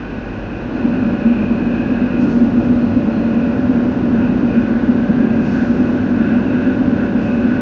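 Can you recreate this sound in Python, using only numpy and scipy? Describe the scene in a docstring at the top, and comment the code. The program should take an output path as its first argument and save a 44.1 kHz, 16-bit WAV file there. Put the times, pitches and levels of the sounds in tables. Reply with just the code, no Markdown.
"""A gas burner roars under a wok of broth, swelling to full strength within the first second.
Its turbulent flame booms in the chamber under the wok and rings the stove body, and the burner sings.
Forced air and gas rush through the ports in breathy whistles, over the deep hum of a blower.
Now and then broth washes up the hot iron and sizzles as tiny steam bubbles burst."""
import sys
import numpy as np
from scipy import signal
from scipy.fft import rfft, irfft, next_fast_len
from scipy.io import wavfile
from scipy.ndimage import uniform_filter1d

SR = 44100
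rng = np.random.default_rng(int(sys.argv[2]) if len(sys.argv) > 2 else 0)


def output_pcm(signal):
    """Save a mono or channel-first signal as 16-bit PCM at the path in sys.argv[1].

    Samples are clipped to [-1, 1] before scaling.
    """
    pcm = np.clip(np.atleast_2d(signal).T, -1, 1) * 32767
    wavfile.write(sys.argv[1], SR, np.round(pcm).astype(np.int16))


N = 335597

# The flame is turned up. Each row: time in seconds, strength in dB against full heat.
HEAT = [(0, -16.5), (0.38, -17.5), (0.72, -8.5), (0.85, -1), (1.7, -1.5), (2.45, 1), (3.25, -0.3),
        (4.9, 0.5), (6.4, 0.14), (7.61, -0.1)]
# The flame flares. Each row: start in seconds, length in seconds, boom gain in dB, boom pitch in Hz.
FLARES = [(0.843, 0.018, 12, 240), (0.93, 0.018, 5, 239), (0.978, 0.014, 6, 256), (1.007, 0.024, 8.5, 245),
          (1.06, 0.04, 8.5, 242), (1.208, 0.014, 6, 219), (1.248, 0.076, 10, 235), (1.505, 0.028, 8.5, 235),
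          (1.653, 0.043, 8, 236), (1.898, 0.037, 4.5, 242), (2.011, 0.037, 4.5, 247),
          (2.221, 0.024, 8, 246), (2.349, 0.033, 9.5, 241), (2.405, 0.036, 8, 238), (2.462, 0.03, 4, 239),
          (2.533, 0.027, 4.5, 235), (2.575, 0.025, 9.5, 242), (2.687, 0.05, 5, 244), (2.768, 0.024, 7, 247),
          (2.831, 0.018, 8, 232), (2.905, 0.018, 4, 232), (2.964, 0.02, 7, 243), (3.07, 0.024, 9.5, 228),
          (3.158, 0.016, 5.5, 240), (3.257, 0.014, 5, 232), (3.358, 0.03, 8, 246), (3.691, 0.021, 8, 253),
          (3.748, 0.039, 6.5, 235), (3.881, 0.025, 6.5, 249), (4.126, 0.04, 6.5, 241),
          (4.182, 0.019, 9, 230), (4.23, 0.031, 4, 243), (4.29, 0.024, 6, 242), (4.426, 0.038, 6, 238),
          (4.557, 0.044, 7, 236), (4.759, 0.021, 8, 235), (4.829, 0.016, 8, 236), (4.876, 0.038, 9, 235),
          (4.948, 0.012, 6, 235), (5.024, 0.016, 7, 234), (5.089, 0.025, 7.5, 215), (5.134, 0.014, 6, 246),
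          (5.175, 0.04, 9, 235), (5.225, 0.031, 4, 234), (5.306, 0.016, 7.5, 227), (5.611, 0.035, 3.5, 240),
          (5.698, 0.025, 8.5, 240), (5.788, 0.038, 8.5, 244), (6.1, 0.032, 5, 241), (6.2, 0.02, 13.5, 237),
          (6.317, 0.022, 7, 226), (6.358, 0.03, 4, 239), (6.669, 0.02, 8, 246), (6.798, 0.028, 5, 245),
          (6.869, 0.019, 7, 241), (6.921, 0.024, 10, 237), (7.144, 0.021, 6, 240), (7.246, 0.022, 6, 227),
          (7.325, 0.022, 7.5, 241), (7.428, 0.0375, 6.5, 244)]
# Tone colours of the noise layers. Each row: frequency in Hz, relative level in dB.
BELLOW_COLOUR = [(165, -19.5), (184, -3), (205, 1.5), (222, -4), (270, -1), (310, -6.5), (390, -25)]
ROAR_COLOUR = [(165, -5.5), (200, 3), (290, 4.5), (350, 0), (432, -6), (530, -8), (595, -8), (655, -14.5),
               (750, -12.5), (870, -18.5), (1000, -19), (1400, -24), (2500, -42)]
RUMBLE_COLOUR = [(35, -25.5), (68, -7.5), (100, 0), (135, -5), (170, -5), (230, -9)]
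AIR_HISS_COLOUR = [(1500, -3), (1950, 1), (2200, -2), (2400, -1.5), (2900, -7), (3250, -13), (3620, -8),
                   (4000, -18), (5000, -26)]
DRAUGHT_COLOUR = [(300, 14.5), (750, 15.5), (880, 11.5), (1020, 12.5), (1230, 8.2), (1950, 5), (2200, -1),
                  (2400, 3), (2700, 2), (2950, -0.3), (3300, -5.8), (3650, -7), (4200, -8.8), (4900, -12.4),
                  (6300, -16.7), (9000, -16.5)]
SIZZLE_COLOUR = [(1500, -11), (3000, -9), (4300, 3.5), (6000, 1), (7500, 2), (8700, 2), (10000, -6)]
# Resonances of stove body, air duct and blower. Each row: pitch in Hz, width in Hz, relative level in dB.
STOVE_MODES = [(151.62, 3.7, -12), (370.4, 6, -17), (468, 5.1, -16), (494.6, 16, -16.5), (554, 16, -20),
               (597.4, 18, -21.5)]
DUCT_MODES = [(1459, 130, -3.5), (1665, 70, -5)]
BLOWER_MODES = [(46.9, 7.5, -36.2), (102.06, 15, -41)]
# Fader rides for the rumble, the sung note and the blower. 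Each row: time in seconds, gain in dB.
RUMBLE_FADER = [(0, -39), (0.6, -34.5), (0.9, -30), (2.1, -30.5), (2.55, -25.3), (3.1, -27.8), (3.9, -25),
                (4.4, -27), (7.61, -26.3)]
NOTE_FADER = [(0, -47), (0.72, -42), (0.96, -27.5), (1.08, -33), (1.45, -35), (2.35, -34), (2.6, -30),
              (4.3, -31), (5.0, -33), (5.7, -30.5), (6.1, -33), (6.7, -29), (7.61, -32)]
BLOWER_FADER = [(0, 2), (0.4, 4.5), (0.8, 0), (1.6, 3.5), (2.1, 1), (2.6, 3.5), (3.3, -4), (4.0, -2.5),
                (4.35, 2), (5.2, -1.5), (7.61, -3.5)]
# The air jet between surges. Each row: time in seconds, level in dB, whistle pitch in Hz.
AIR_FLOW = [(0, -39.5, 1502), (0.4, -41, 1523), (0.95, -38.5, 1489), (1.5, -38.5, 1518), (1.9, -36, 1645),
            (2.03, -35.5, 1558), (2.25, -37, 1440), (2.95, -41, 1450), (3.2, -39, 1445), (3.5, -36.8, 1455),
            (4.0, -40.5, 1460), (4.9, -37.5, 1500), (5.25, -35.5, 1600), (5.6, -36, 1500),
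            (6.1, -35.5, 1510), (7.61, -36, 1510)]
# Swells of the air jet, the gas nozzle and a thin, higher whistle.
# Each row: start in seconds, length in seconds, gain in dB.
AIR_SURGES = [(0.76, 0.07, 3), (0.92, 0.09, 3), (1.06, 0.22, 2.2), (3.72, 0.12, 3), (4.13, 0.17, 5),
              (4.52, 0.1, 5.5), (4.63, 0.1, 3.5), (4.73, 0.2, 3.5), (5.14, 0.18, 1.5), (5.53, 0.14, 4.5),
              (5.94, 0.1, 2), (6.19, 0.2, 4.5), (6.53, 0.222, 4), (6.97, 0.12, 3.7), (7.44, 0.18, 4)]
NOZZLE_SPELLS = [(-0.05, 0.433, 4.2), (0.43, 0.19, 6.5), (0.77, 0.2, 8), (0.97, 0.28, 8),
                 (1.25, 0.28, 11.8), (1.53, 0.214, 9.7), (1.75, 0.105, 13.8), (1.86, 0.2445, 10),
                 (2.11, 0.11, 12), (2.22, 0.09, 9), (2.57, 0.1, 7), (2.72, 0.24, 2), (2.96, 0.34, 4.5),
                 (3.3, 0.25, 6.5), (3.69, 0.14, 2.5), (4.2, 0.13, 9), (4.47, 0.19, 9.3), (5.2, 0.22, 6),
                 (5.42, 0.16, 7.8), (5.72, 0.21, 4.7), (6.16, 0.592, 7.3), (6.95, 0.278, 4.2),
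                 (7.23, 0.195, 10.5), (7.42, 0.22, 7)]
THIN_SPELLS = [(0.72, 1.6, 9), (2.8, 0.2, 13), (3.1, 0.18, 14)]
# The nozzle's whistle creeps upward. Each row: time in seconds, pitch in Hz.
NOZZLE_PITCH = [(0, 2520), (1.5, 2515), (2.2, 2540), (3.3, 2520), (4.5, 2520), (5.5, 2535), (6.3, 2585),
                (7.61, 2565)]
# Broth washes up the iron. Each row: start in seconds, peak level in dB, seconds to fade by 20 dB.
WASHES = [(0.7, -61, 0.15), (2.165, -48, 0.14), (2.25, -49, 0.38), (2.57, -57.5, 0.3), (4.5, -60, 0.5),
          (5.3, -59, 0.5), (5.4, -49.5, 0.5), (5.47, -49.5, 1), (7.17, -53.5, 0.6)]

BOOM_DB, BELLOW_DB, ROAR_DB, DRAUGHT_DB = -18.9, -21.8, -22.6, -33.4   # base levels at full heat
ROAR_FOLLOWS, DRAUGHT_FOLLOWS = 0.31, 0.098   # dB gained for each dB of heat
BOOM_THROB_DB, BELLOW_THROB_DB = 1.4, 0.4   # random swing as the flame puffs
FLARE_EDGE_S, JET_EDGE_S, NOZZLE_EDGE_S = 0.014, 0.048, 0.08   # time to swell or fade
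SAG_S, SAG_SHARE, BELLOW_SHARE = 0.018, 0.36, 0.33   # the shares are of a flare's gain in dB
NOTE_HZ, NOTE_FLUTTER_DB, DRONE_HZ, DRONE_DB = 572.5, 1.2, 371, -34.5
NOZZLE_REST_DB, SHOULDER_REST_DB, THIN_REST_DB = -50.2, -53.3, -71
AIR_HISS_DB = -11.2   # against the air jet's whistle
WASH_RISE_S, SIMMER_DB = 0.06, -62
BASS_HZ, TREBLE_HZ, CUTOFF_HZ = 32, 6543, 15700


def flame_boom(heat_db):
    """The flame puffs and flares, driving the chamber's pitched boom and the broad bellow around it."""
    puffs = drift(width_hz=33)
    flare_db = swells([(s, length, db) for s, length, db, hz in FLARES], FLARE_EDGE_S)
    # the flame sags for a moment before each flare, as unburnt gas gathers
    sag_db = swells([(s - SAG_S, SAG_S, -SAG_SHARE * db) for s, length, db, hz in FLARES], FLARE_EDGE_S)
    # the note glides from flare to flare, and gusts of flame shake it off pitch
    boom_hz, = curves([(s + length / 2, hz) for s, length, db, hz in FLARES])
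    note = resonance(boom_hz, width_hz=11.6)
    gusts = from_db(-10.5) * resonance(boom_hz, width_hz=46.0)
    boom = sustained(note + gusts, span_s=0.018)
    bellow = sustained(signal.hilbert(turbulence(BELLOW_COLOUR)), span_s=0.035)
    boom_db = BOOM_DB + heat_db + flare_db + sag_db + BOOM_THROB_DB * puffs
    bellow_db = BELLOW_DB + heat_db + BELLOW_SHARE * flare_db + sag_db + BELLOW_THROB_DB * puffs
    return from_db(boom_db) * boom + from_db(bellow_db) * bellow


def flame_roar(heat_db):
    """Turbulent burning roars broadly and rings the stove body, with a low rumble underneath."""
    roar = turbulence(ROAR_COLOUR)
    stove = from_db(-1.5) * resonances(STOVE_MODES)
    rumble_db, = curves(RUMBLE_FADER)
    rumble = from_db(rumble_db) * turbulence(RUMBLE_COLOUR)
    return from_db(ROAR_DB + ROAR_FOLLOWS * heat_db) * (roar + stove) + rumble


def burner_song():
    """The burner sings a note that fades and returns; halfway through, a lower drone joins it."""
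    note_db, = curves(NOTE_FADER)
    waver = 0.75 * wander(width_hz=2.2).real
    flutter_db = NOTE_FLUTTER_DB * drift(width_hz=7)
    note = from_db(note_db + flutter_db) * np.sin(2 * np.pi * NOTE_HZ * np.arange(N) / SR + waver)
    drone = sustained(resonance(DRONE_HZ, width_hz=5), span_s=0.14)
    return note + from_db(DRONE_DB) * ramp(start_s=3.6, rise_s=0.2) * drone


def draught(heat_db):
    """Air and gas rush through the ports: a wide bed of noise that lifts a little with the heat."""
    return from_db(DRAUGHT_DB + DRAUGHT_FOLLOWS * heat_db) * turbulence(DRAUGHT_COLOUR)


def air_jet():
    """A whistle slides with the airflow around two duct resonances, and a hiss surges with it."""
    flow_db, whistle_hz = curves(AIR_FLOW)
    surge_db = swells(AIR_SURGES, JET_EDGE_S)
    duct = resonances(DUCT_MODES)
    whistle = sustained(resonance(whistle_hz, width_hz=85), span_s=0.022)
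    hiss = from_db(AIR_HISS_DB) * turbulence(AIR_HISS_COLOUR)
    return from_db(flow_db + surge_db) * (rms_one(whistle + duct) + hiss)


def gas_nozzle():
    """Gas breaks into a breathy whistle, whose broad upper shoulder swells less than its core."""
    spell_db = swells(NOZZLE_SPELLS, NOZZLE_EDGE_S) + 0.4 * drift(width_hz=12)
    core_hz, = curves(NOZZLE_PITCH)
    core = sustained(resonance(core_hz, width_hz=125), span_s=0.03)
    shoulder = rms_one(resonance(hz=2720, width_hz=260).real)
    shoulder_db = SHOULDER_REST_DB + 0.55 * spell_db
    return from_db(NOZZLE_REST_DB + spell_db) * core + from_db(shoulder_db) * shoulder


def thin_whistle():
    """A thin, higher whistle comes and goes as a jet catches and lets go."""
    level_db = THIN_REST_DB + swells(THIN_SPELLS, JET_EDGE_S)
    return from_db(level_db) * rms_one(resonance(hz=4160, width_hz=200).real)


def blower():
    """The blower's deep, wavering hum swells and slowly recedes."""
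    swell_db, = curves(BLOWER_FADER)
    return from_db(swell_db) * resonances(BLOWER_MODES)


def sizzle(bubbles_per_s, spread_db):
    """Tiny steam bubbles of uneven size burst on the iron; each wash of broth flares and boils away."""
    t = np.arange(N) / SR
    washes = [ramp(s, WASH_RISE_S) * from_db(db - 20 * np.maximum(t - s - WASH_RISE_S, 0) / fade_s)
              for s, db, fade_s in WASHES]
    # once wetted, the rim keeps up a faint sizzle
    simmer = from_db(SIMMER_DB) * ramp(start_s=2.2, rise_s=0.5)
    level = np.sqrt(simmer ** 2 + sum(wash ** 2 for wash in washes))
    sizes = from_db(spread_db * np.minimum(rng.exponential(1, N), 5))
    signs = rng.choice([-1, 1], N)
    bursts = rng.random(N) < bubbles_per_s / SR
    return level * coloured(sizes * signs * bursts, SIZZLE_COLOUR)


def from_db(db):
    """Decibels to gain."""
    return 10 ** (np.asarray(db) / 20)


def rms_one(x):
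    """Scale to an rms of 1."""
    return x / np.sqrt(np.mean(np.abs(x) ** 2) + 1e-20)


def curves(rows):
    """Join timed breakpoints into automation curves, one for each column after the time."""
    times, *columns = np.transpose(rows)
    return [np.interp(np.arange(N) / SR, times, column) for column in columns]


def ramp(start_s, rise_s):
    """A straight rise from 0 to 1."""
    return np.clip((np.arange(N) / SR - start_s) / rise_s, 0, 1)


def swells(rows, edge_s):
    """Gain in dB of events that each rise, hold and fall back."""
    return sum(db * (ramp(s - edge_s / 2, edge_s) - ramp(s + length - edge_s / 2, edge_s))
               for s, length, db in rows)


def coloured(x, colour):
    """Equalise x to a tone colour, rolling off beyond its ends; rms 1."""
    size = next_fast_len(N)
    f = np.maximum(np.arange(size // 2 + 1) * SR / size, 1)
    hz, db = np.transpose(colour)
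    roll_off = np.minimum(f / hz[0], 1) ** 2 * np.minimum(hz[-1] / f, 1) ** 2
    gain = from_db(np.interp(np.log(f), np.log(hz), db))
    return rms_one(irfft(rfft(x, size) * roll_off * gain, size)[:N])


def turbulence(colour):
    """Smooth noise of a given colour; rms 1."""
    return coloured(rng.standard_normal(N), colour)


def wander(width_hz):
    """Complex amplitude that drifts at random within a bandwidth; rms 1."""
    step, run_in = 10, 4000   # samples per kick, kicks to settle
    kicks = rng.standard_normal((2, N // step + run_in + 2))
    pole = np.exp(-1.5 * np.pi * width_hz * step / SR)
    slow = signal.lfilter([1], [1, -2 * pole, pole * pole], kicks[0] + 1j * kicks[1])[run_in:]
    return rms_one(np.interp(np.arange(N) / step, np.arange(len(slow)), slow))


def drift(width_hz):
    """Slow random modulation; rms 1."""
    return rms_one(wander(width_hz).real)


def resonance(hz, width_hz):
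    """A resonance shaken by turbulence: a tone of wandering strength and phase, whose centre may move."""
    return wander(width_hz) * np.exp(2j * np.pi * np.cumsum(hz * np.ones(N)) / SR)


def sustained(swing, span_s):
    """A steadily fed oscillation flutters quickly but holds its mean power; rms 1."""
    power = uniform_filter1d(np.abs(swing) ** 2, max(int(span_s * SR), 2))
    return rms_one(swing.real / np.sqrt(power + 1e-12))


def resonances(modes):
    """Several steadily fed resonances, each shaken on its own."""
    return sum(from_db(db) * sustained(resonance(hz, width), span_s=0.14) for hz, width, db in modes)


def scene():
    """Flame, jets, blower and broth, heard in mono from just above the wok."""
    heat_db, = curves(HEAT)
    burner = flame_boom(heat_db) + flame_roar(heat_db) + burner_song()
    jets = draught(heat_db) + air_jet() + gas_nozzle() + thin_whistle()
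    return (burner + jets + blower() + sizzle(bubbles_per_s=9000, spread_db=1.0))[None]


def record(dry):
    """A dull microphone: peaks are rounded, the treble drops to a faint shelf, both ends are cut."""
    ceiling = 1.4
    rounded = ceiling * np.tanh(dry / ceiling)
    dull = signal.sosfilt(signal.butter(11, TREBLE_HZ, fs=SR, output="sos"), rounded)
    shelf = from_db(-30.5) * rounded
    trimmed = signal.sosfilt(signal.butter(4, BASS_HZ, "high", fs=SR, output="sos"), dull + shelf)
    return signal.sosfilt(signal.butter(12, CUTOFF_HZ, fs=SR, output="sos"), trimmed)


dry = scene()
out = record(dry)
output_pcm(out)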